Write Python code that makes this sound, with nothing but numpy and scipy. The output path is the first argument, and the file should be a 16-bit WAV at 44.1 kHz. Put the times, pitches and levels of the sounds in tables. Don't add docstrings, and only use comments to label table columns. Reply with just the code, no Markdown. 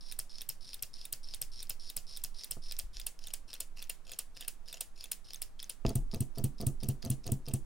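import sys
import numpy as np
from scipy import signal
from scipy.fft import rfft, irfft
from scipy.io import wavfile
from scipy.ndimage import uniform_filter1d

SR = 44100
rng = np.random.default_rng(int(sys.argv[2]) if len(sys.argv) > 2 else 0)


def unload_audio(sound):
    columns = np.transpose(np.atleast_2d(sound))
    steps = np.round(np.clip(columns, -1, 1) * 32767)
    wavfile.write(sys.argv[1], SR, steps.astype(np.int16))


N = 337365
CLICK_T = np.arange(int(0.04 * SR)) / SR
LONG_T = np.arange(int(0.5 * SR)) / SR
TOP_HZ = 15900
POSE_CHANGES_S = [2.9, 5.8]
RING_SCATTER = 0.0099
BEDDING_DB_PER_S = 4

# start_s, level_db, spring_ring_hz
SNAPS = [(0.1911, -30, 8540), (0.4915, -30.5, 8100), (0.826, -31, 8500), (1.1278, -30, 8500),
         (1.417, -30, 8300), (1.6974, -31, 8300), (1.9672, -30.5, 7970), (2.2394, -30.5, 8300),
         (2.5115, -30, 8600), (2.79, -31, 8570), (3.0672, -29.5, 9500), (3.3376, -32.5, 9530),
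         (3.605, -31, 9440), (3.8973, -32, 9440), (4.19, -30.5, 8660), (4.4812, -30.5, 9500),
         (4.8091, -30, 8600), (5.1173, -28.5, 9540), (5.419, -33, 9310), (5.697, -34, 9470),
         (5.9562, -32.5, 9130), (6.207, -33, 9070), (6.4417, -32, 9100), (6.6681, -31, 8730),
         (6.8879, -32.5, 9270), (7.1029, -30.5, 9200), (7.32, -32.5, 8900), (7.5384, -31, 9100)]
# pitch_hz, width_hz, level_db
FRAME_MODES = [(575, 230, -17.5), (1500, 1170, -22.5), (2666, 230, -9.5), (3080, 370, -10.5),
               (4320, 540, -13), (5100, 220, -11), (5790, 220, -13.5), (6840, 53, -6.5)]
# pitch_hz, width_hz, level_db
SPRING_MODES = [(8210, 180, 0), (9655, 580, 8), (9560, 870, 8), (11770, 1100, -5.5), (14770, 1500, -3.5),
                (14100, 520, -11), (16000, 1900, -11)]
UPPER_HZ, UPPER_DB = (11800, 12700, 14300), (3.5, -3, -7)
SNAP_TREBLE_DB = (17, 11.5, 28)
PRESS_DB = (-39, -40.5, -40)
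PRESS_HZ, PRESS_TREBLE_DB = (3780, 3560, 4650), (5.5, 2.5, 2)
PRESS_LEAD = 0.249


def switch(lead_db=-9, settle_db=-23, upper_scatter=0.057):
    out = np.zeros(N)
    chance = rng.standard_normal((len(SNAPS), 4))
    for turn, (snap, db, spring_hz), (late, size, lever_detune, blade_detune) in zip(turns(), SNAPS, chance):
        pose, _, _, press, _ = turn

        lever = [(PRESS_HZ[pose] * (1 + RING_SCATTER * lever_detune), 300, 2)]
        touch = contact(chatter_s=0.0026, first=2.0)
        press_db = PRESS_DB[pose] - 0.3 * bedded_db(snap)
        press_spring = SPRING_MODES + [(14400, 1060, -0.62)]
        add(out, press, click(touch, press_db, FRAME_MODES + lever, press_spring, PRESS_TREBLE_DB[pose]))

        unlatch = contact(chatter_s=0.0016, first=0.5)
        unlatch_spring = SPRING_MODES + [(13200, 380, 9.2)]
        add(out, snap - 0.0027, click(unlatch, db + lead_db, FRAME_MODES, unlatch_spring, treble_db=11))

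        slam = contact(chatter_s=0.0017, first=3)
        upper_hz = UPPER_HZ[pose] * (1 + upper_scatter * blade_detune)
        blade = [(upper_hz, 550, UPPER_DB[pose]), (spring_hz, 380, 6)]
        add(out, snap, click(slam, db, FRAME_MODES, SPRING_MODES + blade, SNAP_TREBLE_DB[pose]))

        settle = contact(chatter_s=0.013, first=0.41)
        settled = click(settle, db + settle_db + 2 * size, FRAME_MODES, SPRING_MODES, treble_db=-17)
        add(out, snap + 0.0069 + 0.0016 * late, settled)
    return out


# start_s, level_db (before the linkage trim), ring_hz, treble_db (against the body)
CATCHES = [(0.114, -42, 5200, -6), (0.384, -42, 5270, -25), (0.409, -40, 5540, -12),
           (0.691, -44, 5290, -23), (1.014, -43, 4970, -26), (1.338, -38.5, 4830, -18),
           (1.604, -43, 5660, -15), (2.165, -44, 4940, -8), (2.436, -39, 4930, -21),
           (2.712, -39, 4760, -15), (2.723, -39.5, 5020, -18), (3.015, -43.5, 4900, -15),
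           (3.191, -48.5, 5220, -9), (3.902, -41, 2780, -18), (4.135, -44, 6000, -23),
           (4.373, -45.5, 5080, -17), (4.425, -45, 3200, -16), (4.685, -44.5, 4950, -10),
           (4.744, -44, 5900, -25), (5.009, -42, 5000, -14), (5.131, -41.5, 5330, -2),
           (5.334, -38.5, 5250, -1), (5.426, -38, 5240, 5), (5.594, -45, 3300, -32),
           (5.601, -41, 5150, -24), (5.851, -44, 2680, -31), (5.865, -35.5, 5000, -30)]
# lead (share of a turn before the snap), ring_hz, treble_db (against the body),
# flat_db, tilted_db, upright_db (levels before trim, scatter and bedding down)
PLAY = [(.372, 5020, -22, -50, -51, -48), (0.35, 5210, -30, -55, -53, -41.5),
        (.275, 5050, -8.5, -51, -54, -49), (.197, 6300, -14, -62, -50, -43),
        (0.09, 5120, -26, -57, -60, -63)]
PLAY_SCATTER_S, PLAY_SCATTER_DB = 0.0015, 5.5
CATCH_WINDOW_S = 0.009
REBOUND_S, REBOUND_HZ = (0.0078, 0.0068, 0.019), (5160, 5050, 5950)
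REBOUND_DB = (-37, -43.5, -54)


def linkage(trim_db=-1.5, rebound_treble_db=-10, rattle_treble_db=-8):
    out = np.zeros(N)
    for s, db, hz, treble_db in CATCHES:
        add(out, s, knock(db + trim_db, hz, treble_db))

    for pose, length, _, _, snap in turns():
        chance = rng.standard_normal((len(PLAY), 3))
        for (lead, hz, treble_db, *pose_db), (late, size, detune) in zip(PLAY, chance):
            crossing = snap - lead * length
            if min(abs(crossing - catch[0]) for catch in CATCHES) < CATCH_WINDOW_S:
                continue
            db = pose_db[pose] + trim_db - bedded_db(snap) + PLAY_SCATTER_DB * size
            crossing_knock = knock(db, hz * (1 + RING_SCATTER * detune), treble_db)
            add(out, crossing + PLAY_SCATTER_S * late, crossing_knock)
        landing = knock(REBOUND_DB[pose] + trim_db, REBOUND_HZ[pose], rebound_treble_db)
        add(out, snap + REBOUND_S[pose], landing)

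    for _, _, start, _, snap in turns():
        count = int((snap - start) * SR * 0.87)
        taps = slips(len(LONG_T), rate=230, spread_db=2.5)[:count]
        taps = taps * signal.windows.tukey(count, 0.3)
        force = signal.fftconvolve(taps, contact(chatter_s=0.0013, first=0.69))
        body = level(ring(force, FRAME_MODES), 0)
        treble = level(ring(force, SPRING_MODES[:4]), rattle_treble_db)
        add(out, start, level(body + treble, pull_levels(snap)[1]))
    return out


def knock(db, hz, treble_db):
    force = contact(chatter_s=0.00082, first=5.4)
    return click(force, db, FRAME_MODES + [(hz, 260, 8)], SPRING_MODES, treble_db)


# pitch_hz, width_hz, level_db
SLEEVE_MODES = [(3540, 860, -7), (4110, 640, 0), (4820, 720, 1), (5380, 240, 7.5), (9270, 600, -7.5),
                (11700, 2100, -22)]


def plunger(trim_db=-1, coast_db=-10):
    out = np.zeros(N)
    for _, _, start, press, snap in turns():
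        slide = max(press - start, 0.01)
        pressure_db = np.interp(LONG_T, [0, slide / 2, slide, slide + 0.006], [-2, 0, -1, coast_db])
        force = slips(len(LONG_T), rate=7000, spread_db=2.5)
        grip = uniform_filter1d(rng.standard_normal(len(LONG_T)), size=130)
        force = force * undb(3.5 * level(grip, 0))
        scrape_db = pull_levels(snap)[0] + trim_db
        scrape = level(ring(force, SLEEVE_MODES), scrape_db, size=int(slide * SR))
        coast = np.exp(-np.maximum(LONG_T - slide, 0) / 0.018)
        add(out, start, scrape * undb(pressure_db) * coast)
    return out


# start_s, slide_lead (share of a turn that the slide
# starts before the snap), scrape_db (before the plunger's trim and pressure), rattle_db
PULL = [(.19, 0.66, -54.5, -79), (2.0, 0.64, -51.5, -71), (2.79, .61, -52, -69), (3.07, .49, -58.5, -63.5),
        (4.2, .48, -64, -59), (4.8, 0.46, -58.5, -58), (5.42, 0.58, -59.5, -70), (5.7, .39, -57, -80),
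        (7.54, .395, -64, -64.5)]


def pull_levels(s):
    times, _, scrape_db, rattle_db = np.transpose(PULL)
    return np.interp(s, times, scrape_db), np.interp(s, times, rattle_db)


def turns():
    snap = np.array(SNAPS)[:, 0]
    length = np.diff(snap)
    length = np.r_[np.median(length), length]
    pose = np.searchsorted(POSE_CHANGES_S, snap)
    slide_lead = np.interp(snap, *np.transpose(PULL)[:2])
    return list(zip(pose, length, snap - slide_lead * length, snap - PRESS_LEAD * length, snap))


def bedded_db(s):
    return BEDDING_DB_PER_S * max(s - POSE_CHANGES_S[-1], 0)


# start_s, level_db, contact_s
BUMPS = [(2.569, -50.5, 0.00092), (5.8509, -28, 0.001)]


def bench(stroke_db=-27.5, rebound_s=0.0083, rebound=0.45, rattle_db=-38.5,
          sway_db=-46, sway_hz=42, sway_s=0.15):
    out = np.zeros(N)
    for s, db, seconds in BUMPS:
        add(out, s, level(board(push(seconds), damping=1.56, tilt_db=4.0), db, size=900))

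    foot = push(0.001)[:45]
    for _, _, start, _, snap in turns():
        if snap < BUMPS[-1][0]:
            continue
        blow = push(seconds=0.0034)
        force = blow + rebound * np.roll(blow, int(rebound_s * SR))
        add(out, snap - 0.0018, level(board(force, damping=1, tilt_db=0), stroke_db, size=900))

        sway = np.sin(2 * np.pi * sway_hz * LONG_T) * np.exp(-LONG_T / sway_s)
        add(out, snap, undb(sway_db) * sway)

        pull = np.interp(LONG_T, [0, 0.026, 0.04, 0.058], [0.8, 1, 0.5, 0])
        after = np.exp(-LONG_T / 0.013)
        for s, shape, db in [(start + 0.021, pull, rattle_db), (snap, after, rattle_db - 5)]:
            buzz = np.convolve(slips(len(LONG_T), rate=700, spread_db=1.5) * shape, foot)
            chatter = board(buzz, damping=1.1, tilt_db=2.8)
            add(out, s, level(chatter, db - 0.4 * bedded_db(snap), size=2000))
    return out


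# pitch_hz, width_hz (before damping), level_db (before the tilt)
BENCH_MODES = [(109.7, 46, 1), (133.1, 17.2, 9), (205, 20, -4), (318, 26, -6), (410, 40, -14.5),
               (526, 36, -22), (655, 32, -15), (870, 46, -21), (1300, 330, -15.5)]


def board(force, damping, tilt_db):
    out = 0
    for hz, width, db in BENCH_MODES:
        tilted_db = db + tilt_db * np.log2(hz / BENCH_MODES[0][0])
        out = out + ring(force, [(hz, damping * width, tilted_db)])
    return out


# start_s, level_db, pitch_hz, t60_s
THUDS = [(2.839, -37.5, 38.6, 0.3), (2.959, -39.5, 30.6, 0.59), (3.411, -51, 45.8, 0.25),
         (5.866, -24, 45.2, 0.14), (5.981, -27, 29.7, 0.51), (6.731, -38, 33.6, 0.67)]


def hand(recoil_db=-59):
    out = np.zeros(N)
    for snap, _, _ in SNAPS:
        if snap < BUMPS[0][0]:
            add(out, snap, level(board(push(seconds=0.0056), damping=0.93, tilt_db=0), recoil_db, size=900))
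    for s, db, hz, t60 in THUDS:
        decay = np.exp(-np.log(1000) * LONG_T / t60)
        add(out, s, -undb(db) * np.sin(2 * np.pi * hz * LONG_T) * decay)
    return out


# pitch_hz, level_db
REFLECTION_COLOUR = [(60, 4), (300, 12.5), (1000, 4), (3000, 2), (5300, -2.5), (7400, -20), (9300, -6),
                     (15500, -24)]
# low_hz, high_hz, level_db, t60_s
TAIL_BANDS = [(80, 325, -18.5, 0.36), (400, 900, -9.5, 0.32), (1550, 4380, -11, 0.28),
              (4400, 6060, -11, 0.21), (6450, 10900, -11.5, 0.22), (11100, 21000, -9.5, 0.16)]


def room(x, early_db=-14, early_s=0.0051):
    onset = np.clip((CLICK_T - 0.002) / 0.0013, 0, 1)
    early = stereo(rng.standard_normal((2, len(CLICK_T))), side_db=-40.0)
    early = colour(early * onset * np.exp(-CLICK_T / early_s), REFLECTION_COLOUR)
    early = level(early, early_db) / np.sqrt(len(CLICK_T))
    out = signal.fftconvolve(x[None], early, axes=1)[:, :N]
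    for low_hz, high_hz, db, t60 in TAIL_BANDS:
        band = signal.butter(3, [low_hz, high_hz], "band", fs=SR, output="sos")
        keep = 1000 ** (-2 / (t60 * SR))
        energy = signal.sosfilt(band, x) ** 2
        stored = signal.lfilter([1 - keep], [1, -keep], energy)
        diffuse = signal.sosfilt(band, stereo(rng.standard_normal((2, N)), side_db=-5))
        out = out + level(diffuse, db) * np.sqrt(stored)
    return out


# (relative, per Hz)
FLOOR_COLOUR = [(20, 4.5), (40, -6.5), (70, -12.5), (150, -15.5), (400, -23), (1200, -26), (3000, -37.5),
                (8000, -38.5), (15000, -47)]
FLOOR_DB = -61
RUMBLE_DB = (-42, -46.5, -39.5)


def background():
    hiss = stereo(rng.standard_normal((2, N)), side_db=-4.0)
    hiss = level(colour(hiss, [(4, -26)] + FLOOR_COLOUR), FLOOR_DB)
    deep = stereo(rng.standard_normal((2, N)), side_db=-7.0)
    deep = colour(deep, [(4, -7.5), (10, -2.0), (14, 5), (20, -17.5), (50, -73), (200, -120)])
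    deep = level(deep * undb(np.array([[-5], [0]])), 0)
    pose = np.searchsorted(POSE_CHANGES_S, np.arange(N) / SR)
    rumble_db = np.array(RUMBLE_DB, float)[pose]
    return hiss + deep * undb(uniform_filter1d(rumble_db, size=8000))


def contact(chatter_s, first):
    force = rng.standard_normal(len(CLICK_T)) * np.exp(-CLICK_T / chatter_s)
    force[0] += first
    return force


def click(force, db, frame, spring, treble_db):
    body = level(ring(force, frame), 0, size=165)
    treble = level(ring(force, spring), treble_db, size=165)
    return level(body + treble, db, size=165)


def slips(count, rate, spread_db):
    hits = rng.random(count) < rate / SR
    return hits * rng.standard_normal(count) * undb(spread_db * rng.standard_normal(count))


def push(seconds):
    return np.sin(np.pi * np.minimum(LONG_T / seconds, 1))


def ring(force, modes):
    out = 0
    for k, (hz, width, db) in enumerate(modes):
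        b, a = signal.iirpeak(min(hz, SR / 2 - 1), hz / width, SR)
        out = out + (-1) ** k * undb(db) * signal.lfilter(b, a, force)
    return out


def undb(db):
    return 10 ** (np.asarray(db) / 20)


def level(x, db, size=None):
    return x * undb(db) / np.sqrt(np.mean(x[..., :size] ** 2) + 1e-20)


def add(track, s, x):
    i = max(int(round(s * SR)), 0)
    track[i:i + len(x)] += x[:max(len(track) - i, 0)]


def colour(x, points):
    hz, db = np.transpose(points)
    f = np.maximum(np.fft.rfftfreq(x.shape[-1], 1 / SR), 1)
    gain = undb(np.interp(np.log(f), np.log(hz), db))
    return irfft(rfft(x) * gain, x.shape[-1])


def stereo(pair, side_db):
    return pair[0] + undb(side_db) * pair[1] * np.array([[1], [-1]])


def ports(x, lag_rad=1.0, pan_db=1, steepness=1.8):
    height = (np.fft.rfftfreq(N, 1 / SR) / TOP_HZ) ** steepness
    height = height * np.array([[1], [-1]]) / 2
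    return irfft(rfft(x) * undb(pan_db * height) * np.exp(-1j * lag_rad * height), N)


def scene(bench_side_db=-16):
    metal = switch() + linkage() + plunger()
    thumps = bench() + hand()
    far_edge = np.roll(thumps, int(0.00214 * SR))
    direct = ports(metal) + stereo([thumps, far_edge], bench_side_db)
    return direct + room(metal + thumps) + background()


def record(dry):
    return signal.sosfilt(signal.ellip(10, 0.2, 80, TOP_HZ, fs=SR, output="sos"), dry)


dry = scene()
out = record(dry)
unload_audio(out)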